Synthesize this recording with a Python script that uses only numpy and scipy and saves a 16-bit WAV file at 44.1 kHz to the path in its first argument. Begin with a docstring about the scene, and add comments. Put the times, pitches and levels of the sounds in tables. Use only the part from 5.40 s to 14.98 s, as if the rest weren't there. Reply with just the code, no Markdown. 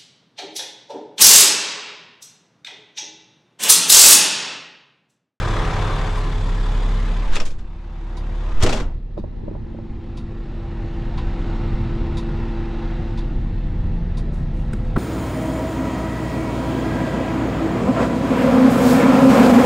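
"""Diesel idle, from doorway to cab

A big six-cylinder diesel idles: wavering sine tones over shaped noise that clatters with each firing.
The camera moves from the open door into the cab; the door bounces once, then slams, as noise bursts,
ringing modes and a heave of air. The idle turns muffled, pumps hum and a valve ticks on the second.
The seat thuds, the camera case is tapped and rubbed, and the stereo picture narrows almost to mono."""
import sys
import numpy as np
from scipy import signal
from scipy.fft import rfft, irfft
from scipy.io import wavfile
from scipy.ndimage import uniform_filter1d

SR = 44100
rng = np.random.default_rng(int(sys.argv[2]) if len(sys.argv) > 2 else 0)


def wav_out(sig):
    """Save sig, one row per channel (or a flat mono array), as 16-bit PCM at SR to the path in sys.argv[1]."""
    wavfile.write(sys.argv[1], SR, np.round(np.clip(np.atleast_2d(sig).T, -1, 1) * 32767).astype(np.int16))


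N = 422478  # length in samples


def amp(db):
    """Decibels to linear gain."""
    return 10 ** (np.asarray(db) / 20)


def evened(x):
    """Scales a signal to rms 1."""
    return x / np.sqrt(np.mean(x ** 2) + 1e-20)


def read(points, hz):
    """Reads a spectrum curve, joined by straight lines over log frequency."""
    f, value = np.transpose(points)
    return np.interp(np.log(hz + 1), np.log(f + 1), value)


def follow(rows, t):
    """Columns of a time table, joined by straight lines."""
    s, *columns = np.transpose(rows)
    return np.array([np.interp(t, s, c) for c in columns])


def bumps(rings, hz):
    """Resonant lifts in dB."""
    return sum(db / (1 + (2 * (hz - f) / width) ** 2) for f, width, db in rings)


def peaks(modes, hz):
    """Magnitude of a set of modes, their powers added."""
    power = sum(amp(2 * db) / (1 + (2 * (hz - f) / width) ** 2) ** 1.4 for f, width, db in modes)
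    return np.sqrt(power)


def tilt(hz, db_per_octave):
    """Gain that slopes around 3 kHz."""
    return amp(db_per_octave * np.log2((hz + 1) / 3000))


def wander(t, top_hz):
    """Slow random drift of rms 1: sines of random phase, the slower the stronger."""
    rates_hz = np.geomspace(top_hz / 20, top_hz, 20)
    return evened(sum(np.sin(2 * np.pi * (f * t + rng.random())) / np.sqrt(f) for f in rates_hz))


def add(mix, s, level_db, shape, rise, t60, grit_db=0, hold=0):
    """A burst of noise coloured by shape(hz): soft rise, hold, exponential tail, broken into grains."""
    t = np.arange(SR // 3) / SR
    white, lumps = rng.standard_normal((2, len(t)))
    lumps = uniform_filter1d(uniform_filter1d(lumps, size=90), size=90)
    grains = amp(grit_db * evened(lumps))
    noise = irfft(rfft(white * grains) * shape(np.fft.rfftfreq(len(t), 1 / SR)), len(t))
    rising = np.sin(np.pi / 2 * np.clip(t / max(rise, 1e-4), 0, 1)) ** 2
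    falling_db = -60 * np.clip(t - rise - hold, 0, None) / max(t60, .005)
    envelope = rising * amp(level_db + falling_db)
    burst = evened(noise * envelope) * np.sqrt(np.mean(envelope ** 2))  # the blow carries a set energy
    part = mix[round(s * SR):][:len(t)]
    part += burst[:len(part)]


OFF_CENTRE_DB = 11.5  # modes weaken per octave away from the favoured pitch


def strike(s, peak_db, near_hz, modes, rise):
    """A blow rings the modes of an object, most of all those near the pitch it favours."""
    t = np.arange(SR // 8) / SR
    ring = np.zeros(len(t))
    for (hz, db, t60), detune in zip(modes, rng.uniform(.99, 1.01, len(modes))):
        mode_db = db - OFF_CENTRE_DB * abs(np.log2(hz / near_hz))
        ring += amp(mode_db - 60 * t / max(t60, .005)) * np.sin(2 * np.pi * hz * detune * t)
    ring *= np.sin(np.pi / 2 * np.minimum(t / max(rise, 1e-4), 1)) ** 2
    return round(s * SR), amp(peak_db) * ring / abs(ring).max()


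def struck(blows, modes, rise):
    """All blows on one object, each pushing the wave downward first."""
    out = np.zeros(N + SR)
    for s, db, hz in blows:
        at, ring = strike(s, db, hz, modes, rise)
        out[at:at + len(ring)] -= ring
    return out[:N]


# how far the sound comes through the doorway: start_s, open_share (0-1)
DOOR_SHARE = [(0, 0.93), (1.5, 0.94), (1.95, 0.84), (2.15, 0.62), (3.2, 0.83), (3.45, 0.32)]


def by_door(open_db, shut_db, t):
    """Blends a door-open and a door-shut level."""
    share = follow(DOOR_SHARE, t)[0]
    return share * open_db + (1 - share) * shut_db


# the engine as heard where the camera is held, before the dips:
# start_s, firing_db, rumble_db, drone_db
PLACE = [(0, -21.5, -27.5, -27.5), (0.4, -24, -26, -28.5), (0.76, -20.5, -31, -31),
         (0.95, -21.5, -28.5, -34), (1.5, -18, -32, -34.5), (1.8, -17.5, -33, -36),
         (2.45, -22, -36.5, -36.5), (3.5, -14, -25.5, -31.5), (4.3, -24.5, -25.5, -34.5),
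         (5.1, -25, -28.5, -36), (6.6, -24, -26, -39), (7.5, -25.5, -29, -39), (8.1, -23.5, -26, -44.5),
         (9.1, -24.5, -27, -45), (9.58, -25, -25.5, -43)]
# around each blow of the door the level dips and climbs back: start_s, depth_db, fall_s, climb_db_per_s
DIPS = [(1.899, 18, 0.17, 10), (3.25, 23, 0.38, 9.5)]
FIRING_DIP, RUMBLE_DIP = 0.61, 0.4  # the bass dips less: share of the depth
HISS_OPEN_DB, HISS_SHUT_DB = -9, -11.5  # hiss relative to the drone


def levels(t):
    """Firing tone, rumble, drone and hiss in dB: the place of the camera, less the dips."""
    dip_db = 0
    for s, depth, fall, climb in DIPS:
        falling, climbing = depth * (t - s) / fall, depth - climb * (t - s - fall)
        dip_db = dip_db + np.clip(np.minimum(falling, climbing), 0, None)
    firing_db, rumble_db, drone_db = follow(PLACE, t)
    hiss_db = drone_db + by_door(HISS_OPEN_DB, HISS_SHUT_DB, t)
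    return np.array([firing_db, rumble_db, drone_db, hiss_db]) - np.outer([FIRING_DIP, RUMBLE_DIP, 1, 1], dip_db)


FIRING_HZ, PUMP_HZ, GEAR_HZ = 35.55, 168.9, 225.1
# pump and gear tones relative to the rumble, through the standing waves of the cab:
# start_s, pump_db, gear_mesh_db, twice_pump_db
STANDING = [(0, -15, -25.5, -10), (1.5, -7.5, -9.5, -28), (2.6, -8, -10, -9.5), (3.6, -24, -17, -24),
            (4.2, -17, -9.5, -15.5), (5, -13.5, -10, -9.5), (6, -9.5, -10.5, -10.5),
            (7.4, -26.5, -6.5, -6.5), (8.5, -5, -13.5, -23.5), (9.1, -8, -11.5, -18.5),
            (9.58, -20, -11.5, -28)]
# upper pump orders relative to the drone: start_s, three_times_pump_db, four_times_pump_db
PUMP_UPPER = [(0, -20, -38), (2.2, -16, -21), (3.498, -7.5, -20), (5, -12, -29), (6, -13, -31),
              (7.8, -8, -19), (8.3, -6, -15.5), (8.7, -10.5, -10.5), (9.58, 0, -12)]
# accessory tones: pitch_hz
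WHINE_HZ = [23.7, 50.2, 88.9, 99.8, 141.2, 426.5, 514.2, 1013.3, 1049, 1706.5, 379.6, 791.3]
# the same tones relative to the rumble under LOW_HZ, to the drone above: open_db, shut_db
WHINE_DB = [(-2.5, -12.5), (-10.5, -20.5), (-13, -16.5), (-1.5, -21.5), (-13.5, -13), (-8, -48),
            (-29, -10.5), (-16.5, -37.5), (-17.5, -38), (-22, -40), (-20, -15), (-28.5, -18)]
LOW_HZ = 150


def tones():
    """Firing, pump, gear and accessory tones share the slightly hunting crank speed."""
    t = np.arange(N) / SR
    crank_s = np.cumsum(1 + .0007 * wander(t, 2.5)) / SR
    share = follow(DOOR_SHARE, t)[0]
    firing_db, rumble_db, drone_db, _ = levels(t)
    pump_gear_db = rumble_db + follow(STANDING, t)
    upper_db = drone_db + follow(PUMP_UPPER, t)
    orders_hz = [FIRING_HZ, PUMP_HZ, GEAR_HZ, 2 * PUMP_HZ, 3 * PUMP_HZ, 4 * PUMP_HZ]
    rows = list(zip(orders_hz, [firing_db, *pump_gear_db, *upper_db]))
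    # the cab slightly favours the second firing order
    rows.append((2 * FIRING_HZ, -40 + 0.55 * (1 - share) + 0.2 * (firing_db + 25)))
    for hz, (open_db, shut_db) in zip(WHINE_HZ, WHINE_DB):
        bed_db = rumble_db if hz < LOW_HZ else drone_db
        rows.append((hz, bed_db + by_door(open_db, shut_db, t)))
    out = np.zeros(N)
    for hz, rms_db in rows:
        waver_db = 0.67 * np.interp(t, t[::256], wander(t[::256], 6.4))
        out += np.sqrt(2) * amp(rms_db + waver_db) * np.sin(2 * np.pi * (hz * crank_s + rng.random()))
    return out


# bands that set the noise to rumble, drone and hiss level: low_hz, high_hz
NOISE_BANDS = [(60, 300), (400, 2000), (2500, 9000)]
# spectrum shapes of the engine through the doorway and through the cab walls: pitch_hz, relative_db
DOORWAY = [(12, -17.5), (30, -7.5), (50, -10.5), (70, -12.5), (101, -14), (279, -17), (644, -24.5),
           (1010, -22.5), (2560, -35.5), (3700, -40.5), (8000, -51), (10500, -62.5), (15400, -87.5)]
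WALLS = [(12, 2), (30, -0.5), (60, -5.5), (140, -8.5), (175, -16), (344, -15.5), (478, -28), (1170, -37),
         (4000, -51), (7970, -72.5), (15400, -112)]
# resonances on those shapes: pitch_hz, width_hz, lift_db
DOORWAY_RINGS = [(111, 72, 10.5), (416, 87, -3), (970, 160, 2), (3530, 510, 5.5), (6800, 260, 3.5),
                 (12300, 1200, 9)]
WALL_RINGS = [(97, 100, 6), (791, 36, 12.5), (894, 72, 6.5), (1310, 66, 4.5), (1880, 310, 6),
              (2697, 240, 6), (4020, 630, 4)]
CYLINDER_DB = [5.0, 4.0, 3.5, 7.0, 3.0, 5.0]  # relative clatter of the six cylinders in turn


def block():
    """Broad engine noise; the firings clatter strongly through the doorway, barely through the walls."""
    frames, hz = N // 512 + 6, np.fft.rfftfreq(2048, 1 / SR)
    t = np.arange(frames) * 512 / SR
    a, b, patches, panels = rng.standard_normal((frames, len(hz), 4)).T
    # narrow rings that linger, and broad patches that change quickly
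    panels = evened(uniform_filter1d(uniform_filter1d(panels, size=70, axis=1), size=2, axis=0))
    patches = evened(uniform_filter1d(uniform_filter1d(patches, 6, 1), 14, 0))
    share = follow(DOOR_SHARE, t)[0]
    doorway_db = read(DOORWAY, hz) + bumps(DOORWAY_RINGS, hz)
    walls_db = read(WALLS, hz) + bumps(WALL_RINGS, hz)
    shape_db = np.outer(doorway_db, share) + np.outer(walls_db, 1 - share)
    # lift each band of the shape to its wanted level
    power = amp(2 * shape_db)
    held_db = [10 * np.log10(power[(hz > lo) & (hz < hi)].sum(0)) for lo, hi in NOISE_BANDS]
    lift_db = levels(t)[1:] - held_db
    centres = np.log([np.sqrt(lo * hi) for lo, hi in NOISE_BANDS])
    blend = np.array([np.interp(np.log(hz + 1), centres, row) for row in np.eye(len(centres))])
    surge_db = 1.5 * share * wander(t, 5.0)  # the roar swells in lumps through the doorway
    level_db = shape_db + blend.T @ lift_db + np.outer(blend[1], surge_db)
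    z = (a + 1j * b) * amp(level_db + 0.92 * patches + 1.53 * panels)
    noise = signal.istft(z, nperseg=2048, noverlap=1536)[1][:N]
    s = np.arange(N) / SR
    firing = s * FIRING_HZ
    cylinder = amp(CYLINDER_DB)[np.round(firing).astype(int) % 6]
    knock = cylinder * np.exp(0.66 * (np.cos(2 * np.pi * firing) - 1))
    upper = signal.sosfilt(signal.butter(2, 600, "high", fs=SR, output="sos"), noise)
    clatter = 0.032 + 0.31 * follow(DOOR_SHARE, s)[0]
    return noise + upper * (knock - knock.mean()) * clatter


# valve ticks on the second: tick_s, buzz_db (before a 2 dB lift), low_ring_db (relative to buzz_db),
# slope_db_per_octave
TICKS = [(0.772, -51, 19, -2), (2.77, -50.5, 9, -6.5), (3.7763, -58.5, -1, -13), (4.771, -50, 3, -9),
         (5.776, -43, 10, -16.5), (6.771, -41, 3, -9), (7.776, -46, 7, -13), (8.7726, -47, 6, -6)]
# valve modes, the first being the low ring: pitch_hz, width_hz, relative_db
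VALVE = [(1000, 60, 0), (3740, 320, 12), (4640, 500, 8.5), (5950, 4000, 4), (9350, 690, 6.5),
         (12300, 1100, -15)]
TICK_RISE_S, TICK_HOLD_S, TICK_T60_S = 0.0063, .011, 0.13


def valve():
    """A short buzz through a few metal modes swells, holds and dies over one low ring."""
    out = np.zeros(N)
    for s, db, low_db, slope_db in TICKS:
        def buzz(hz):
            return peaks(VALVE[1:], hz) * tilt(np.maximum(hz, 2500), slope_db)
        add(out, s - .004, db + 2.0, buzz, TICK_RISE_S, TICK_T60_S, 1.2, TICK_HOLD_S)
        add(out, s + 0.00186, db + low_db, lambda hz: peaks(VALVE[:1], hz), .005, .1)
    return out


# cabin air squeezed by the door, then springing:
# release_s, squeeze (0-1), build_s, swing (0-1), pitch_hz, t60_s
AIR = [(1.921, 0.31, 0.042, 0.72, 10.3, 0.8), (3.202, 0.35, 0.056, 0.74, 14.2, 0.55),
       (3.45, 0.08, 0.034, 0.17, 25.3, 0.63)]


def air():
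    """Air pressure builds as the door swings shut and springs back."""
    t, out = np.arange(N) / SR, np.zeros(N)
    for s, squeeze, build, swing, hz, t60 in AIR:
        before, after = np.clip(s - t, 0, None), np.clip(t - s, 0, None)
        # the height grows from squeeze to swing over a quarter cycle
        height = squeeze + (swing - squeeze) * np.clip(4 * hz * after, 0, 1)
        spring = height * np.cos(2 * np.pi * hz * after) * amp(-60 * after / t60)
        out += spring * np.exp(-(before / build) ** 2)
    return out


# the door hits its stop with a short push: centre_s, height (linear), half_width_s
BLOWS = [(1.975, 0.36, 0.013), (3.2345, 0.8, 0.0028)]
# latch and panel rattles: start_s, level_db (before the trims), slope_db_per_octave, rise_s, t60_s
RATTLES = [(1.954, -17.5, -0.5, 0.0017, 0.082), (1.963, -20.5, -3, 0.0033, 0.073),
           (2.001, -21.5, -1.5, .0008, 0.13), (2.045, -30.5, 2, 0.019, 0.16), (2.104, -40, 0, .004, 0.16),
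           (2.182, -43.5, -1.5, 0.0041, 0.18), (3.2235, -15, 0.5, 0.003, 0.09),
           (3.233, -13.5, 4, 0.0013, 0.074), (3.262, -15.5, -1.5, .001, 0.15),
           (3.291, -17, -1, 0.0015, 0.14), (3.3255, -17.5, -0.5, 0.0008, 0.14),
           (3.398, -24.5, -3.5, 0.0028, 0.14)]
# the door seal rushes as it meets and leaves the frame: start_s, level_db (before the trims), rise_s, t60_s
SEAL = [(1.899, -25.5, 0.054, 0.37), (3.19, -22, 0.043, 0.39), (3.344, -25.5, 0.032, 0.21)]
# spectrum shapes of the rattle and of the door panel's boom: pitch_hz, relative_db
RATTLE = [(590, -33), (1000, -5), (1650, -6), (3400, -7), (4040, -9), (7320, -12.5), (12000, -32),
          (15400, -49)]
BOOM = [(40, -13), (100, 7), (300, 9.5), (700, 3), (1500, -8.5), (3000, -60)]
# sharp knocks of the door on its frame: start_s, peak_db, favoured_hz
KNOCKS = [(1.965, -17.5, 2560), (1.97, -23, 1200), (2.001, -26, 5600), (2.003, -25, 2800),
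          (2.009, -24.5, 566), (3.241, -26, 302), (3.256, -21, 300), (3.263, -26, 3400), (3.266, -15, 560),
          (3.294, -30, 1400), (3.3, -27, 500), (3.326, -21, 2800), (3.33, -26, 1000)]
# frame modes: pitch_hz, relative_db, t60_s
FRAME = [(242, -1, 0.072), (494, -0.5, 0.12), (620, -1.5, 0.11), (855, 2.5, 0.032), (1276, 4, 0.033),
         (2547, 8, 0.034), (2750, 2, 0.072), (3390, -2, 0.12), (5500, 6, 0.059)]
SEAL_SLOPE_DB = -3  # per octave
RATTLE_TRIM_DB, BOUNCE_BOOM_DB, SLAM_BOOM_DB = -8.0, -13, -6.5  # trims on each burst's level


def door():
    """The door hits its stop: a push, latch and panel rattles with a boom under each, seal and frame."""
    t, out = np.arange(N) / SR, np.zeros(N)
    for s, height, half in BLOWS:
        out += height * np.exp(-((t - s) / half) ** 2)
    bursts = RATTLES + [(s, db, SEAL_SLOPE_DB, rise, t60) for s, db, rise, t60 in SEAL]
    slam_s = SEAL[1][0]
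    for s, db, slope_db, rise, t60 in bursts:
        boom_db = db + (SLAM_BOOM_DB if s >= slam_s else BOUNCE_BOOM_DB)
        add(out, s, db + RATTLE_TRIM_DB, lambda hz: amp(read(RATTLE, hz)) * tilt(hz, slope_db), rise, t60, 1.5)
        # the panel answers later and rings longer
        add(out, s, boom_db, lambda hz: amp(read(BOOM, hz)), rise + 0.0094, 1.9 * t60, 1.5)
    return out + struck(KNOCKS, FRAME, 0.00058)


# dull thuds from the seat and the hand: start_s, peak_db, favoured_hz
THUDS = [(3.7695, -30, 500), (3.776, -20, 550), (3.7875, -20, 253), (3.838, -25.5, 557), (4.035, -28, 396),
         (4.0785, -22, 446), (4.112, -23.5, 303), (4.151, -26.5, 448), (4.165, -32, 392), (4.345, -29, 450),
         (4.386, -30, 600), (9.3375, -16, 148), (9.569, -17, 278), (9.5735, -9, 205)]
# seat modes: pitch_hz, relative_db, t60_s
SEAT = [(110.6, 2.5, 0.14), (208, 2, 0.072), (307, 2.5, 0.035), (566, -4.5, 0.035), (914, -8.5, 0.02)]
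SETTLE_FROM_S, SETTLE_TO_S = 3.48, 4.7  # the seat creaks between these times


def seat():
    """Dull thuds ring the seat's modes; crunches and random soft creaks rub them into broad noise."""
    out = struck(THUDS, SEAT, 0.0027)
    cushion = [(hz, 5 / t60, db) for hz, db, t60 in SEAT]  # rubbed, the seat's modes broaden
    for s, db, near in THUDS:  # the cover crunches with each thud
        def crunch(hz):
            return peaks(cushion, hz) * amp(-abs(np.log2((hz + 1) / near)) * 3)
        add(out, s - .006, db - 12.5, crunch, .009, .07, 2.5)
    for when, size, bright in rng.random((40, 3)):
        def creak(hz):  # slopes around the third seat mode
            return peaks(cushion, hz) * tilt(hz / SEAT[2][0] * 3000, -2.5 - 5 * bright)
        start_s = np.interp(when, [0, 1], [SETTLE_FROM_S, SETTLE_TO_S])
        add(out, start_s, -42 - 3 * when - 9 * size, creak, .015, .08, 1.5)
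    return out


# taps on the camera case: start_s, level_db, slope_db_per_octave
TAPS = [(8.938, -56, -3), (9.046, -59, -3), (9.331, -31, 2), (9.56, -19.5, -5.5), (9.5634, -21.5, -4),
        (9.567, -27, -7)]
# case modes: pitch_hz, width_hz, relative_db
CASE = [(500, 800, 1), (1320, 810, 13.5), (3400, 1700, -10), (4840, 900, -8), (8600, 1600, -8),
        (12300, 1000, -27)]
# fingers rubbing the case: start_s, level_db, rise_s
RUBS = [(8.92, -60, .02), (9.1, -64.5, .1), (9.314, -61, 0.016), (9.41, -66, .045)]
TAP_RISE_S, TAP_T60_S = .003, .026
RUB_HZ, RUB_WIDTH_HZ, RUB_T60_S = 6600, 9000, 0.48  # width before the curve is squared


def camera_case():
    """Taps excite the modes of the case; rubs are one broad band of noise with a long tail."""
    out = np.zeros(N)
    for s, db, slope_db in TAPS:
        def tap(hz):
            return peaks(CASE, hz) * tilt(np.maximum(hz, 600), slope_db)
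        add(out, s, db, tap, TAP_RISE_S, TAP_T60_S, 1.5)
    for s, db, rise in RUBS:
        add(out, s, db, lambda hz: peaks([(RUB_HZ, RUB_WIDTH_HZ, 0)], hz) ** 2, rise, RUB_T60_S, 1.5)
    return out


# base stereo width over pitch: pitch_hz, side_minus_mid_db
SIDE = [(60, -32.5), (150, -24), (380, -15), (950, -9.5), (2380, -4.5), (5960, -6), (15000, -3)]
# offsets to that width over time: start_s, bass_db, treble_db
WIDTH = [(0, -3.5, -3.5), (3.1, -2.5, -0.5), (3.5, 1, 0), (4, 14.5, -3), (4.4, 7, -12.5), (4.8, -3.5, -27),
         (5.5, -57, -48)]


def widen(mid):
    """Stereo from one signal: the side is a scattered copy of the mid, leaning by pitch."""
    hz, t, z = signal.stft(mid, SR, nperseg=512)
    a, b = rng.standard_normal((len(t), len(hz), 2)).T
    bass_db, treble_db = follow(WIDTH, t)
    treble = np.clip(np.log2((hz + 1) / 700), 0, 1)
    # treble arrives from the left, bass slightly from the right
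    lean = np.clip(0.62 * treble - .25, -1, 1)[:, None]
    scatter = lean + np.sqrt(1 - lean ** 2) * (a + 1j * b)
    width_db = read(SIDE, hz)[:, None] + np.outer(1 - treble, bass_db) + np.outer(treble, treble_db)
    side = signal.istft(z * scatter * amp(width_db), SR, nperseg=512)[1][:N]
    return np.array([mid + side, mid - side])


STIFLE_DB = 31  # dB per unit of pressure


def scene():
    """Everything meets at the microphone pair; engine tones sink while the cabin air heaves."""
    heave = air()
    stifled = tones() * amp(-STIFLE_DB * uniform_filter1d(abs(heave), size=2000))
    return widen(stifled + block() + valve() + heave + door() + seat() + camera_case())


EDGE_HZ = 15500


def record(dry):
    """The band limit: a steep low-pass at EDGE_HZ."""
    lowpass = signal.firwin(511, EDGE_HZ, window=("kaiser", 9), fs=SR)
    return signal.oaconvolve(dry, lowpass[None], "same")


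dry = scene()
out = record(dry)
wav_out(out)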